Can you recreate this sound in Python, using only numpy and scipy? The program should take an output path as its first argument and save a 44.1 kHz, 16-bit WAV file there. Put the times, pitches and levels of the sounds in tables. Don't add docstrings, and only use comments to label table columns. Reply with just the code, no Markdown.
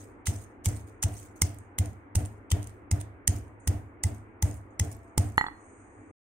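import sys
import numpy as np
from scipy import signal
from scipy.fft import rfft, irfft, next_fast_len
from scipy.io import wavfile
from scipy.ndimage import uniform_filter1d

SR = 44100
rng = np.random.default_rng(int(sys.argv[2]) if len(sys.argv) > 2 else 0)


def persist_wave(psi):
    counts = np.round(np.clip(psi, -1, 1) * 32767).astype(np.int16)
    wavfile.write(sys.argv[1], SR, np.atleast_2d(counts).T)


def makeup_ratio(level_db):
    decades = np.asarray(level_db, float) / 20
    return 10 ** decades


N = 280035


def unit(x):
    return x / np.sqrt(np.mean(x ** 2) + 1e-20)


def along(points, hz):
    point_hz, value = np.transpose(points)
    return np.interp(np.log(hz + 1), np.log(point_hz + 1), value)


def filtered(x, response):
    size = next_fast_len(N + SR // 2)
    return irfft(rfft(x, size) * response(np.fft.rfftfreq(size, 1 / SR)), size)[..., :N]


def coloured(x, spectrum):
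    norm = np.sqrt(np.mean(makeup_ratio(along(spectrum, np.linspace(0, SR / 2, num=4096))) ** 2))
    return filtered(x, lambda hz: makeup_ratio(along(spectrum, hz)) / norm)


def add(track, s, sound):
    i = round(s * SR)
    part = sound[..., max(-i, 0):][..., :N - max(i, 0)]
    track[..., max(i, 0):max(i, 0) + part.shape[-1]] += part


def grit(spiky_db, alike):
    sizes = makeup_ratio(spiky_db * uniform_filter1d(rng.standard_normal(N), size=24) * np.sqrt(24))
    shared, own = rng.standard_normal(N), rng.standard_normal((2, N))
    return unit(sizes * (alike * shared + np.sqrt(1 - min(alike, 1) ** 2) * own))


def smooth_field(shape, pitch_bins, time_frames):
    field = uniform_filter1d(rng.standard_normal(shape), size=pitch_bins, axis=0)
    return unit(uniform_filter1d(field, size=time_frames, axis=1))


def patchy(x, depth_db):
    z = signal.stft(x, nperseg=256)[2]
    gain = makeup_ratio(depth_db * smooth_field(z.shape[1:], pitch_bins=4, time_frames=6))
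    return signal.istft(z * gain, nperseg=256)[1][:, :N]


def heaps(rows, settle_db):
    flow, t = np.zeros(N), np.arange(-SR // 5, SR // 2) / SR
    after = np.maximum(t, 0)
    for s, db, rise_s, t60 in rows:
        swell = np.exp(-(np.minimum(t, 0) / rise_s) ** 2)
        add(flow, s + t[0], swell * makeup_ratio(db - 60 * after / t60 - settle_db * after ** 2))
    return flow


# start_s, peak_db, coarse_db, fine_db, decay_t60_s
CRUSH_BLOWS = [(0.2706, -20.5, -13.5, -16, 0.14), (0.647, -34.5, -14, -14, 0.034),
               (0.6578, -19, -16.5, -12.5, 0.07), (1.0275, -15.5, -20, -19.5, 0.046),
               (1.0365, -18, -14.5, -14, 0.036), (1.4193, -11, -17, -12.5, 0.036),
               (1.7867, -21.5, -11, -8, 0.039), (2.155, -18, -18, -11.5, 0.053),
               (2.5042, -32, -12, -26, 0.023), (2.5164, -15.5, -11, -19.5, 0.035),
               (2.914, -15.5, -20, -23.5, 0.026), (3.2773, -9, -23, -12.5, 0.02),
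               (3.676, -20, -17, -10.5, 0.05), (4.0369, -15.5, -21, -18, 0.024),
               (4.4254, -21, -19, -5.5, 0.025), (4.7979, -8.5, -18, -20.5, 0.0033),
               (5.1795, -15.5, -18.5, -12, 0.032)]
# pitch_hz, level_db
COARSE_BAND = [(900, -30), (2000, -7.5), (3000, 3.5), (4200, -4.5), (5500, -22)]
CRACK_BAND = [(3500, -29), (5000, 1.5), (7000, 2), (9000, 0), (10500, -6.5), (12000, -38)]
DUST_BAND = [(9000, -18), (11000, -5.5), (13000, -8), (16000, -6.5)]


def crush():
    lead_whole_s, lead_crushed_s, crushing_s = 0.0084, 0.0017, 0.3
    swell, t = np.zeros((3, N)), np.arange(-SR // 50, SR // 20) / SR
    after = np.maximum(t, 0)
    for s, db, coarse_db, fine_db, t60 in CRUSH_BLOWS:
        lead = lead_crushed_s + lead_whole_s * np.exp(-s / crushing_s)
        giving_way = 1.5 * np.exp(t / lead) * (t > -3 * lead)
        snap = makeup_ratio(-60 * after / t60) + 2.4 * makeup_ratio(-60 * after / 0.0087)
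        mix = makeup_ratio([[db + coarse_db - 11], [db - 21.0], [db + fine_db - 7.5]])
        add(swell, s + t[0], mix * np.where(t < 0, giving_way, snap))
    grains = grit(spiky_db=2, alike=.5)
    bands = COARSE_BAND, CRACK_BAND, DUST_BAND
    return sum(coloured(part * grains, band) for part, band in zip(swell, bands))


# start_s, foot_ring_db, dull_crack_db, bowl_pitch_hz, bowl_ring_db
STONE_KNOCKS = [(0.269, -41, 8.5, 2050, 9.5), (0.659, -40, -1.5, 2220, 4.5), (1.031, -33.5, 2, 2000, -1.5),
                (1.4189, -38, 11, 2124, 14), (1.784, -44, 0.5, 2066, 12), (2.153, -38.5, -3, 2023, 0.5),
                (2.517, -48.5, 8, 1986, 16), (2.913, -38, -32, 2090, 3.5), (3.275, -39.5, -16, 1923, 9),
                (3.674, -37.5, 4, 1937, 3), (4.038, -36, -7.5, 2035, 6), (4.425, -31, -6, 2020, -3.5),
                (4.796, -36.5, -10.5, 2006, 8), (5.178, -26, -5.5, 2060, -10)]
AIR_PUSHES = [-43.5, -37, -44, -25.5, -37, -30, -34.5, -31.5, -38.5, -30, -40, -33, -33.5, -19.5]


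def knock():
    x, dull, t = np.zeros((2, N)), np.zeros(N), np.arange(SR // 12) / SR
    u = t / 0.0011
    puff = u * (1 - u / 3.1) * np.exp(-u) * makeup_ratio([[-1.5], [1.5]])
    for (s, db, crack_db, hz, ring_db), push_db in zip(STONE_KNOCKS, AIR_PUSHES):
        foot = makeup_ratio(db + 1 - 60 * t / 0.042) * (1 - np.exp(-t / 0.0012))
        add(x, s, foot * np.sin(2 * np.pi * 860 * t))
        add(x, s - 0.0005, -makeup_ratio(push_db + 16) * puff)
        add(dull, s - .001, makeup_ratio(db + crack_db + 13.5 - 60 * t / 0.019))
        late = np.maximum(t - [[0], [rng.uniform(.00012, .0002)]], 0)
        add(x, s + .001, makeup_ratio(db + ring_db + 1 - 60 * late / .03) * np.sin(2 * np.pi * hz * late))
    dull_band = [(700, -19.5), (1000, 1.5), (1500, -1.0), (2200, -16.5)]  # pitch_hz, level_db
    return x + filtered(dull * grit(spiky_db=0.5, alike=0.98), lambda hz: makeup_ratio(along(dull_band, hz)))


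# start_s, level_db, decay_t60_s
TRICKLES = [(-0.1, -41, 0.38), (0.279, -42.5, 0.49), (0.668, -43, 0.42), (1.044, -46, 0.24),
            (1.43, -47, 0.5), (1.798, -49, 0.4), (2.167, -47.5, 0.53), (2.528, -57, 0.4),
            (2.925, -52.5, 0.29), (3.288, -44, 0.42), (3.686, -51.5, 0.35), (4.049, -45.5, 0.23),
            (4.436, -46.5, 0.47), (4.81, -49.5, 0.66), (5.19, -46.5, 0.48)]
# peak_s, level_db, swell_s, decay_t60_s
LATE_SLIPS = [(0.015, -60, 0.012, 0.31), (0.35, -61, 0.014, 0.19), (0.44, -59, 0.041, 0.021),
              (0.765, -53.5, 0.014, 0.21), (0.884, -61, 0.011, 0.16), (1.195, -50, 0.084, 0.39),
              (1.363, -56.5, 0.004, 0.15), (2.258, -59, 0.01, 0.043), (2.64, -59, 0.018, 0.052),
              (2.67, -59, 0.0045, 0.37), (3.012, -46.5, 0.0073, 0.045), (3.37, -55, 0.016, 0.11),
              (4.15, -60, .01, 0.2), (4.575, -62, 0.036, 0.05), (4.919, -49.5, 0.0065, 0.082),
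              (5.078, -73, 0.0027, .05), (5.375, -45.5, .001, .02), (5.36, -62, .002, .03),
              (5.39, -62, .01, 0.8)]
# peak_s, level_db, swell_s, decay_t60_s
DULL_TRICKLES = [(3.6, -80, .003, 0.78), (4.708, -87.5, .003, 0.27), (5.078, -88, .003, .4),
                 (5.04, -85.5, .01, 0.38), (.9, -88, .01, .6), (1.59, -82, .005, 0.39)]
# start_s, middle_db, bright_db, dull_db
SEED_TICKS = [(0.2578, -33, -51, -47), (0.3416, -40, -62, -62), (0.4389, -46, -64, -72),
              (0.6873, -24, -52, -52), (0.7174, -42, -57, -60), (0.7644, -42, -59, -56),
              (0.8116, -48, -69, -71), (0.8704, -54, -71, -78), (0.8764, -54, -70, -68),
              (0.8864, -55.5, -71, -67), (1.1224, -46, -55, -62), (1.1423, -49.5, -64.5, -62),
              (1.1817, -39, -56.5, -66), (1.2294, -54.5, -62.5, -66), (1.2476, -53, -70.5, -72),
              (1.259, -44.5, -70, -73), (1.3613, -47.5, -65, -76), (1.5449, -47, -55, -64),
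              (1.5863, -39, -60, -68.5), (1.8582, -37, -61, -54), (1.9315, -47.5, -74, -70),
              (2.1929, -34, -60, -60), (2.2518, -39, -61, -57), (2.2583, -29.5, -67, -55.5),
              (2.6224, -48, -62, -59), (2.6289, -36, -56, -50), (2.6424, -33, -56, -58),
              (2.6718, -29, -51, -54.5), (2.6948, -45, -67, -61), (2.9254, -32.5, -47, -51),
              (3.0016, -42.5, -66, -52.5), (3.0131, -30.5, -68, -50.5), (3.3653, -44, -58, -64),
              (3.3852, -40.5, -57.5, -63), (3.4805, -56, -80, -80), (4.1465, -42.5, -63, -68),
              (4.1824, -46, -69, -76), (4.5116, -36, -61, -65), (4.5424, -43, -58, -67),
              (4.8479, -37, -59, -60), (4.9162, -39, -56, -65), (4.9274, -41.5, -51, -65),
              (4.9664, -58, -58, -75), (4.9911, -58, -75, -81), (5.0324, -59, -74, -80),
              (5.0454, -66, -74.5, -82.5), (5.2994, -46.5, -66, -67), (5.3213, -43.5, -68, -72)]
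# pitch_hz, level_db
TICK_PART_BANDS = [
    [(4500, -29), (6000, 1), (10000, 0.5), (11500, -30)],
    [(9000, -27.5), (10500, 1), (16000, 1)],
    [(1500, -29.5), (2500, 1), (5000, -5.5), (6500, -28.5)],
]
TICK_TRIM = [-9, 10.5, 6]
# pitch_hz, level_db
PATTER_BAND = [(800, -32.5), (2000, -2.5), (3800, -10.5), (5000, -7.5), (8000, -3), (11000, -8),
               (13000, -9.5), (16000, -4.5)]
# pitch_hz, level_db
HISS_BANDS = [
    [(5000, -29.5), (5800, -13.5), (6300, -5), (7000, 0), (7500, -17), (9000, -25), (11000, -36)],
    [(5500, -47), (7500, -15), (8000, -1), (9000, -7), (9400, -18), (10600, -24.5), (11400, -43)],
]


def trickle():
    spills = [(s, db, .003, t60) for s, db, t60 in TRICKLES]
    flow = heaps(spills + LATE_SLIPS, settle_db=150)
    flow *= makeup_ratio(2.2 * unit(uniform_filter1d(rng.standard_normal(N), size=260)))
    lingering = [(s, db - 29.5, .005, .9) for s, db, _ in TRICKLES]
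    last = heaps(lingering + DULL_TRICKLES, settle_db=120)
    ticks, t = np.zeros((3, N)), np.arange(SR // 100) / SR
    for s, *parts_db in SEED_TICKS:
        level_db = np.add(parts_db, TICK_TRIM)[:, None]
        add(ticks, s, makeup_ratio(level_db - 60 * t / 0.0074) * (1 - np.exp(-t / .0002)))
    grains = grit(spiky_db=1, alike=.5)
    clicks = sum(coloured(part * grains, band) for part, band in zip(ticks, TICK_PART_BANDS))
    patter = makeup_ratio(-6.5) * flow * patchy(grit(spiky_db=2.5, alike=.1), depth_db=4)
    soft = last * patchy(grit(spiky_db=3, alike=.1), depth_db=3.5)
    dull = np.array([coloured(x, band) for x, band in zip(soft, HISS_BANDS)])
    return coloured(patter, PATTER_BAND) + clicks + dull


# start_s, level_db
COUNTER_THUDS = [(0.2774, -18.7), (0.664, -16.4), (1.0409, -17.7), (1.4242, -18.9), (1.7929, -16.8),
                 (2.1609, -15.5), (2.5219, -14.9), (2.9193, -16.2), (3.282, -16.9), (3.6796, -15.4),
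                 (4.0439, -18.4), (4.4292, -15.1), (4.803, -17.3), (5.1839, -14.3)]
# start_s, level_db
EARLIER_THUD = (-0.068, -30)
# pitch_hz, decay_t60_s, left_swing, right_swing
COUNTER_MODES = [(55.2, 0.168, -0.208, -0.231), (74.5, 0.55, 0.111, 0.119), (87.5, 0.118, 1.65, 1.73),
                 (93.0, 0.408, -0.177, -0.242), (103.7, 0.522, -0.303, -0.31), (119.2, 0.078, -1.97, -1.86),
                 (123.9, 0.164, 0.784, 0.763), (150.8, 0.261, 0.0746, 0.00263),
                 (181.9, 0.114, -0.113, -0.107), (188.8, 0.141, 0.1, 0.0961), (204.6, 0.05, 0.191, 0.176),
                 (230.0, 0.311, -0.0439, -0.0352), (247.3, 0.55, -0.0135, -0.00928),
                 (276.5, 0.185, -0.0213, -0.0214), (287.8, 0.174, 0.137, 0.147),
                 (294.5, 0.185, -0.304, -0.314), (298.9, 0.265, 0.189, 0.19),
                 (326.9, 0.282, -0.0274, -0.0303), (342.0, 0.213, 0.0269, 0.0254),
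                 (374.2, 0.55, 0.0013, 0.00682), (407.9, 0.316, -0.00274, -0.00968)]
# pitch_hz, level_db
RATTLE_BAND = [(250, -23.5), (400, -1), (550, -7), (700, 1), (850, -11.5), (1200, -16.5), (2000, -17),
               (4000, -35)]
# pitch_hz, level_db
FLOOR_BAND = [(25, -18.5), (45, -3), (75, 7.5), (105, 2.5), (170, -8), (240, -3.5), (400, -54.5)]


def counter():
    thud, shake, boom = np.zeros((2, N)), np.zeros(N), np.zeros(N)
    t, modes = np.arange(SR // 2) / SR, 0
    for hz, t60, *swing in COUNTER_MODES:
        modes = modes + np.outer(swing, makeup_ratio(-60 * t / t60) * np.sin(2 * np.pi * hz * t))
    for s, db in [EARLIER_THUD, *COUNTER_THUDS]:
        add(thud, s, makeup_ratio(db) * modes)
        add(shake, s, makeup_ratio(db - 23.0) * (t / 0.039) ** 1.19 * np.exp(1.5 - t / 0.03))
        add(boom, s, makeup_ratio(db - 18.0 - 60 * t / 0.58))
    rattle = filtered(shake * grit(spiky_db=0.0, alike=0.47), lambda hz: makeup_ratio(along(RATTLE_BAND, hz) + 12.0))
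    return thud + rattle + coloured(boom * grit(spiky_db=-2.5, alike=0.89), FLOOR_BAND)


BOUNCE_STARTS = [5.379, 5.4108, 5.441, 5.4647, 5.4837]
# peak_db, mid_ring_db, high_ring_db
BOUNCE_LEVELS = [
    (-8, -16, -27),
    (-15.5, -21, -33),
    (-22, -34, -40),
    (-24.5, -8, -36),
    (-27.5, -40, -40),
]
# pitch_hz, level_db, decay_t60_s
STEEL_MODES = [(780, -10, .025), (855, -5, .035), (1150, -15, .015), (1500, -11, .012), (1884, -3, .028),
               (1920, -15, .14), (1976, -4, .036), (3440, -18, .035), (4231, -21, .09), (4222, -34, .3),
               (6040, -30, .02), (7144, -26, .075), (10070, -33, .06), (11620, -36, .045)]


def utensil():
    x, t = np.zeros((2, N)), np.arange(SR // 3) / SR
    lean_db = np.array([[-1.8], [1.8]])
    for s, (db, mid_db, high_db) in zip(BOUNCE_STARTS, BOUNCE_LEVELS):
        late = np.maximum(t - [[.00014], [0]], 0)
        press = (late / .00065 * np.exp(1 - late / .00065)) ** 2
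        contact = press * (np.sin(2 * np.pi * 1250 * late) - .3)
        edge = makeup_ratio(high_db + 17 - 60 * late / .012) * (1 - np.exp(-late / .0005))
        contact += edge * np.sin(2 * np.pi * 2950 * late)
        add(x, s, makeup_ratio(db - 0.5 + lean_db) * contact)
        for hz, level_db, t60 in STEEL_MODES:
            if hz < 1700:
                lift_db = 0
            elif hz < 2500:
                lift_db = (high_db + 30) / 2
            elif hz < 5200:
                lift_db = mid_db + 14
            else:
                lift_db = high_db + 24
            side = makeup_ratio(rng.normal(0, 1.5, (2, 1)) + lean_db)
            late = np.maximum(t - rng.uniform(0, .00008, (2, 1)) - [[.0001], [0]], 0)
            swing = makeup_ratio(db - 3 + level_db + lift_db - 60 * late / t60) * (1 - np.exp(-late / .0005))
            sign = -1 if 1500 < hz < 2500 else 1
            add(x, s + 0.00053, sign * side * swing * np.sin(2 * np.pi * hz * late))
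    return x


# pitch_hz, decay_t60_s
ROOM_DECAY = [(200, 0.38), (1000, 0.53), (4000, 0.33), (8500, 0.13), (13000, 0.03)]


def kitchen(x):
    hz, t, z = signal.stft(rng.standard_normal((2, SR // 2)), SR, nperseg=256)
    tail = signal.istft(z * makeup_ratio(-60 * t / along(ROOM_DECAY, hz)[:, None]), SR, nperseg=256)[1]
    delayed = np.pad(x, ((0, 0), (150, 0)))
    return signal.fftconvolve(delayed, tail / np.linalg.norm(tail[0]), axes=1)[:, :N]


# pitch_hz, level_db
HUM_BAND = [(15, -60), (25, -30), (32, -10.5), (69, -9), (86, -7.5), (102, 1), (140, -26), (294, -4),
            (604, -18), (644, -17.5), (849, -16.5), (1240, -19), (2250, -25.5), (4000, -61), (5200, -98),
            (8800, -120)]
# pitch_hz, likeness (1 = same in both ports)
HUM_LIKENESS = [(60, 0.89), (180, 0.94), (550, 0.58), (1650, -0.31), (4970, 0.12), (15000, -0.15)]


def hum():
    z = signal.stft(rng.standard_normal((2, N)), nperseg=512)[2]
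    gain = makeup_ratio(1.2 * smooth_field(z.shape[1:], pitch_bins=3, time_frames=12))
    pair = signal.istft(z * gain, nperseg=512)[1][:, :N]

    def spread(hz):
        angle = np.arccos(np.clip(along(HUM_LIKENESS, hz), -1, 1)) / 2
        return makeup_ratio(along(HUM_BAND, hz)) * [np.cos(angle), np.sin(angle)]

    mid, side = filtered(pair, spread)
    return makeup_ratio(-52) * unit(np.array([mid + side, mid - side]))


# peak_s, level_db, swell_db_per_s, fade_db_per_s
FAR_SIZZLE = (5.65, -70.5, 100, 24)
# start_s, end_s, pitch_hz, level_db
FAR_WHINE = (4.86, 5.17, 673, -62)


def far():
    t = np.arange(N) / SR
    peak, db, swell_db, fade_db = FAR_SIZZLE
    level_db = db - np.where(t < peak, swell_db * (peak - t), fade_db * (t - peak))
    noise = patchy(grit(spiky_db=-2.5, alike=0.14), depth_db=1.0)
    hiss = makeup_ratio(level_db - 3.5) * np.array([coloured(x, band) for x, band in zip(noise, HISS_BANDS)])
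    start, end, hz, db = FAR_WHINE
    drift = np.cumsum(rng.standard_normal(N)) * 0.0056
    swell = np.clip(np.minimum(t - start, end - t) / 0.03, 0, 1)
    return hiss + makeup_ratio(db) * swell * np.sin(2 * np.pi * hz * t + drift)


def scene():
    seeds, stone, steel, patter = crush(), knock(), utensil(), trickle()
    room = kitchen(makeup_ratio(-15.5) * seeds + makeup_ratio(-24.5) * stone + makeup_ratio(-21.0) * steel + makeup_ratio(-12) * patter)
    return seeds + stone + steel + room + patter + counter() + hum() + far()


def low_pass(x):
    return signal.sosfilt(signal.butter(12, 16640, fs=SR, output="sos"), x)


# pitch_hz, width_hz, level_db
PORT_RESONANCES = [
    (6540, 830, 6.5),
    (8820, 1050, 12.5),
]


def record(dry):
    top_hz, left_lag_s, end_s = 15600, .00008, 6.112

    def ports(f):
        lift = np.array([1 + makeup_ratio(db) * 1j * f * width / (centre ** 2 - f * f + 1j * f * width)
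                         for centre, width, db in PORT_RESONANCES])
        lag = np.exp(-2j * np.pi * f * np.array([[left_lag_s], [0]]))
        return lift * lag * makeup_ratio(-np.maximum(f - top_hz, 0) * .045)

    gate = np.clip((end_s - np.arange(N) / SR) / 0.0021 + 1, 0, 1)
    return low_pass(gate * filtered(dry, ports))


dry = scene()
out = record(dry)
persist_wave(out)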